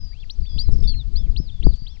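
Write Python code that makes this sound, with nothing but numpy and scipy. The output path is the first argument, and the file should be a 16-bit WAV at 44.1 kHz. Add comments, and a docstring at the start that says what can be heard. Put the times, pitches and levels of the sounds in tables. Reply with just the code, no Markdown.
"""Wader chicks call beside a sitting parent on stony ground, close to a trail camera with one live channel.
Over hiss and distant chirps come a thin whistle and a soft arched call; from 0.3 s the chicks' vibrating
syrinxes give loud upswept peeps, about four a second. Near 0.7 s a trill runs as gusts buffet the
microphone, and the shuffling birds tick on the grit and begin to bump the camera. At 1.67 s an eddy,
together with a bump, overloads the microphone once; the last peep and arched call follow."""
import sys
import numpy as np
from scipy import signal
from scipy.fft import rfft, irfft
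from scipy.io import wavfile
from scipy.ndimage import uniform_filter1d

SR = 44100
rng = np.random.default_rng(int(sys.argv[2]) if len(sys.argv) > 2 else 0)


def master_out(mix):
    """Clip the mix to full scale and print it as 16-bit PCM to the path in sys.argv[1]."""
    frames = np.transpose(np.atleast_2d(mix))
    ceiling = np.clip(frames, -1, 1)
    pcm = np.round(ceiling * 32767).astype(np.int16)
    wavfile.write(sys.argv[1], SR, pcm)


N = 88200

# Noise spectra of hiss, wind rumble, wind flutter and grit: f/Hz, relative density/dB
HISS_SPECTRUM = [(200, 6.5), (2000, -10.5), (3200, -5.5), (4600, 0.5), (5600, -9), (7800, -18.5)]
RUMBLE_SPECTRUM = [(15, 3), (45, -4.5), (90, -19.5), (250, -42.5), (550, -100)]
FLUTTER_SPECTRUM = [(50, -32), (120, 5.5), (300, -11.5), (550, -24), (1000, -40), (4000, -53)]
GRIT_SPECTRUM = [(1000, -11), (4600, 11.5), (7800, -0.5)]
# Gusts and single eddies at the microphone: t/s, half width/s, level/dB
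GUSTS = [(0.032, 0.019, -46), (0.411, 0.033, -39.5), (0.569, 0.042, -35), (0.737, 0.055, -28.5),
         (0.832, 0.045, -29.5), (0.92, 0.1, -39.5), (1.262, 0.22, -38.5), (1.673, 0.052, -28.5)]
EDDIES = [(0.688, 0.0044, -2.5), (0.825, 0.0072, -3.5), (1.297, 0.0045, -5), (1.666, 0.0048, 0)]
# Ticks of grit: t/s, level/dB
TICKS = [(0.612, -42.5), (0.763, -49.5), (1.757, -50)]
# Modes of the camera housing: f/Hz, relative level/dB
HOUSING_MODES = [(150, 2.5), (310, 2.5), (640, -10)]
# Bumps against the housing: t/s, contact time/s, relative level/dB
BUMPS = [(0.692, 0.00038, -23), (1.399, 0.0035, -11), (1.6684, 0.00088, -5), (1.819, 0.0047, -21)]
# Tiny hooked chips: t/s, length/s, top f/Hz, level/dB
CHIPS = [(0.033, 0.028, 5640, -52), (.317, .034, 6280, -60)]
# Whistles and buzzes: t/s, length/s, first f/Hz, last f/Hz, level/dB, tremble rate/Hz, depth (0-1)
WHISTLES = [(-.04, 0.185, 5210, 4640, -44.5, 48, 0), (0.425, 0.053, 4720, 4480, -45, 130, .08),
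            (0.624, .075, 4380, 3950, -47.5, 130, .1), (0.49, 0.125, 4880, 4790, -42, 112, 0.36),
            (1.728, 0.033, 4800, 4380, -44, 110, 0.3), (1.757, 0.105, 4560, 4720, -46, 150, 0.17)]
# Soft arched calls: t/s, length/s, rise/s, top f/Hz, level/dB, fade over the call/dB
ARCHES = [(0.118, 0.13, 0.12, 3770, -43, -6), (0.45, 0.21, 0.021, 3520, -42, -14),
          (0.826, 0.13, 0.019, 3596, -38.5, -11.5), (1.149, 0.13, 0.038, 3520, -42.5, -16),
          (1.487, 0.15, 0.032, 3587, -51.5, -3), (1.849, 0.13, 0.066, 3464, -50.5, -3)]
# Loud peeps, one contour each: t/s, f/Hz, level/dB
PEEP_CONTOURS = [
    [(.295, 2360, -38), (.301, 3840, -26), (.309, 4420, -27), (.317, 5520, -43.5), (.33, 5830, -52),
     (.354, 5470, -66.5)],
    [(.576, 2250, -47), (.584, 3310, -30.5), (.589, 4210, -20.5), (.602, 4667, -19.5), (.615, 4673, -23.5),
     (.644, 5260, -43.5), (.69, 4350, -52)],
    [(.873, 4430, -24.5), (.885, 4615, -21), (.903, 4474, -23.5), (.932, 4170, -41), (.98, 4275, -37.5),
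     (1.012, 3625, -36.5), (1.03, 3380, -48)],
    [(1.156, 3850, -36.5), (1.163, 4340, -26.5), (1.177, 4860, -31), (1.198, 5250, -44.5),
     (1.228, 5160, -59.5)],
    [(1.36, 2490, -42), (1.364, 2920, -29.5), (1.367, 3820, -28.5), (1.377, 4500, -27), (1.391, 5310, -41),
     (1.428, 5200, -48), (1.462, 4880, -50.5), (1.506, 3050, -39.5)],
    [(1.625, 2410, -38.5), (1.631, 3240, -33.5), (1.645, 4520, -35.5), (1.665, 4880, -38),
     (1.698, 4510, -42), (1.713, 4820, -47.5), (1.748, 3180, -44.5)],
    [(1.865, 2720, -40.5), (1.869, 3250, -33.5), (1.885, 4470, -40), (1.925, 5700, -61), (1.965, 5200, -53)],
]

JITTER, JITTER_HZ, SHIMMER, SHIMMER_HZ = .004, 250, .07, 700  # pitch, amplitude: rms fraction, bandwidth
HOOK_HZ, HOOK_TOP = 2000, 0.68  # curvature of a chip; its peak as a fraction of its length
TRILL_START_S, TRILL_STEP_S, TRILL_HZ, TRILL_SINK_HZ = .712, .0222, 5540, 350
FOOT_HZ, FOOT_DB, FALL_S, SAG_HZ_PER_S = 1739, -12.5, 0.039, 1200  # arched calls
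WAVER_HZ, WAVER_PERIOD_S, FALTER_HZ, BREAK_HZ, BREAK_WIDTH_HZ = 83.6, 0.11, 20, 2950, 100


def amp(db):
    """Amplitude ratio of a level in decibels."""
    return 10 ** (np.asarray(db) / 20)


def unit(x):
    """Normalisation to rms 1."""
    return x / np.sqrt(np.mean(x ** 2) + 1e-20)


def add(mix, start, sound):
    """Superposition: a sound joins the mix at its start time in seconds."""
    at = round(start * SR)
    sound = sound[max(-at, 0):]
    part = mix[max(at, 0):][:len(sound)]
    part += sound[:len(part)]


def noise(spectrum):
    """Spectral shaping of white noise, at rms 1."""
    f, db = np.transpose(spectrum)
    hz = np.fft.rfftfreq(N, 1 / SR)
    gain = amp(np.interp(np.log(hz + 1), np.log(f + 1), db)) * hz / (hz + 10)
    return unit(irfft(rfft(rng.standard_normal(N)) * gain, N))


def wander(bandwidth_hz, n):
    """Random modulation: n samples from low-passed noise of rms 1."""
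    hz = np.fft.rfftfreq(N, 1 / SR)
    return unit(irfft(rfft(rng.standard_normal(N)) / (1 + (hz / bandwidth_hz) ** 4), N))[:n]


def hiss(db=-57):
    """Stationary noise of the air and the microphone."""
    return amp(db) * noise(HISS_SPECTRUM)


def wind(breeze_db=-61, rumble_gain_db=9.5, smoothing_s=0.053):
    """Turbulence flutters on the microphone; gusts add in power, and the rumble follows sluggishly."""
    t = np.arange(N) / SR
    gust_power = sum((amp(db) * np.exp(-((t - s) / width) ** 2)) ** 2 for s, width, db in GUSTS)
    force = np.sqrt(amp(breeze_db) ** 2 + gust_power)
    sluggish = uniform_filter1d(force, int(smoothing_s * SR)) ** 0.63
    return force * noise(FLUTTER_SPECTRUM) + amp(rumble_gain_db) * sluggish * noise(RUMBLE_SPECTRUM)


def eddies():
    """Bipolar pressure pulses: each eddy pushes on the microphone, then pulls."""
    t, out = np.arange(N) / SR, np.zeros(N)
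    for s, width, db in EDDIES:
        u = (t - s) / width
        out -= amp(db) * u * np.exp((1 - u ** 2) / 2)
    return out


def grit(decay_s=0.011):
    """Small impacts on grit give exponentially decaying bursts of noise."""
    t = np.arange(N) / SR
    bursts = sum(amp(db) * (t >= s) * np.exp(-abs(t - s) / decay_s) for s, db in TICKS)
    return bursts * noise(GRIT_SPECTRUM)


def bumps(cycles_to_fall_60_db=4.74):
    """Knocks excite damped modes of the housing; a longer contact sounds softer and duller."""
    t, out = np.arange(N) / SR, np.zeros(N)
    ring = sum(amp(db - 60 * hz * t / cycles_to_fall_60_db) * np.sin(2 * np.pi * hz * t)
               for hz, db in HOUSING_MODES)
    for s, contact, db in BUMPS:
        push = np.hanning(int(contact * SR) + 2)
        add(out, s, amp(db) * signal.fftconvolve(ring, push / push.sum()))
    return out


def syrinx(hz, db, edge_s=0.0025, octave_db=-44):
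    """A bird's voice oscillates almost sinusoidally, with jitter, shimmer and a faint second harmonic."""
    n = len(hz)
    t = np.arange(n) / SR
    phase = 2 * np.pi * np.cumsum(hz * (1 + JITTER * wander(JITTER_HZ, n))) / SR
    edges = np.sin(np.pi / 2 * np.clip(np.minimum(t, t[-1] - t) / edge_s, 0, 1)) ** 2
    shimmer = 1 + SHIMMER * wander(SHIMMER_HZ, n)
    return edges * amp(db) * shimmer * (np.sin(phase) + amp(octave_db) * np.sin(2 * phase))


def chip(start, length, top_hz, db, top=HOOK_TOP, rasp_hz=0):
    """A parabolic frequency sweep makes a tiny hooked note."""
    u = np.linspace(0, 1, int(length * SR))
    hz = top_hz - HOOK_HZ * (u - top) ** 2 + rasp_hz * wander(SHIMMER_HZ, len(u))
    return start, syrinx(hz, db) * np.sin(np.pi * u) ** .5


def distant_chirps(per_s=12, mean_s=.02, centre_hz=4700, spread_hz=1100, db=-54):
    """A random process: birds further off give faint, mostly falling sweeps."""
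    out = np.zeros(N)
    for when, pitch, stretch in rng.random((round(per_s * N / SR), 3)):
        top_hz = centre_hz + spread_hz * (pitch - .5)
        add(out, *chip(when * N / SR, mean_s * (.5 + stretch), top_hz, db, top=1 - HOOK_TOP))
    return out


def trill(count=9, max_db=-40, uneven_db=6):
    """A pulse train of uneven, scratchy chips sinks in pitch and swells towards its middle."""
    chips = []
    for k, (shorter, softer, lower) in enumerate(rng.random((count, 3))):
        u = k / (count - 1)
        length = TRILL_STEP_S * (1 - .5 * shorter ** 2)
        hz = TRILL_HZ - TRILL_SINK_HZ * (u + lower / 2)
        db = max_db - uneven_db * (abs(u - .5) + softer)
        chips.append(chip(TRILL_START_S + k * TRILL_STEP_S, length, hz, db, rasp_hz=150))
    return chips


def whistle(start, length, first_hz, last_hz, db, rate, depth):
    """Frequency and amplitude modulation at one unsteady rate make a thin glide tremble."""
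    t = np.arange(0, length, 1 / SR)
    cycle = 2 * np.pi * np.cumsum(rate * (1 + .25 * wander(rate, len(t)))) / SR
    tremble_hz = 450 * depth * (np.sin(cycle) + .5 * wander(SHIMMER_HZ, len(t)))
    tremble_db = 6 * np.sqrt(depth) * (-np.cos(cycle) - .5)
    glide_hz = first_hz + (last_hz - first_hz) * t / length
    swell = abs(np.sin(np.pi * t / length)) ** 0.14
    return start, swell * syrinx(glide_hz + tremble_hz, db + tremble_db)


def arch(start, length, rise, top_hz, db, fade_db):
    """The pitch climbs to a sagging note and drops away, jumping a register break both ways."""
    t = np.arange(0, length, 1 / SR)
    up = np.sin(np.pi / 2 * np.minimum(t / rise, 1))
    down = np.sin(np.pi / 2 * np.minimum((length - t) / FALL_S, 1))
    waver = np.cos(2 * np.pi * (t - rise) / WAVER_PERIOD_S) * up
    falter = wander(90, len(t))
    held_hz = top_hz + WAVER_HZ * waver - SAG_HZ_PER_S * t
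    hz = FOOT_HZ + (held_hz - FOOT_HZ) * up * down + FALTER_HZ * falter
    offset = (hz - BREAK_HZ) / BREAK_WIDTH_HZ
    hz += 2 * BREAK_WIDTH_HZ * offset * np.exp(-offset ** 2 / 2)  # the break repels the pitch
    level = db + fade_db * t / length + FOOT_DB * (1 - up ** 2) + 2 * (waver + falter)
    return start, syrinx(hz, level)


def peep(contour, smoothing_s=0.0013):
    """A frequency sweep rises loudly, then trails off over the top of its arch."""
    times, hz, db = np.transpose(contour)
    t = np.arange(times[0], times[-1], 1 / SR)
    hz, db = (uniform_filter1d(np.interp(t, times, v), int(smoothing_s * SR)) for v in (hz, db))
    return times[0], syrinx(hz, db)


def chicks():
    """The calls of the nearby chicks superpose."""
    calls = [peep(contour) for contour in PEEP_CONTOURS] + [arch(*row) for row in ARCHES]
    calls += [whistle(*row) for row in WHISTLES] + [chip(*row) for row in CHIPS] + trill()
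    out = np.zeros(N)
    for call in calls:
        add(out, *call)
    return out


def scene():
    """Sound pressures add in the left channel; the right is silent."""
    left = chicks() + distant_chirps() + wind() + eddies() + bumps() + grit() + hiss()
    return np.array([left, np.zeros(N)])


def record(dry, ceiling=.99, knee=8, cutoff_hz=7900):
    """Saturation near full scale, a 10 ms fade-in, then a low-pass band limit."""
    saturated = dry / (1 + abs(dry / ceiling) ** (2 * knee)) ** (.5 / knee)
    fade_in = np.minimum(np.arange(N) / SR / .01, 1)
    lowpass = signal.firwin(401, cutoff_hz, window=("kaiser", 9), fs=SR)
    return signal.oaconvolve(saturated * fade_in, lowpass[None], "same")


dry = scene()
out = record(dry)
master_out(out)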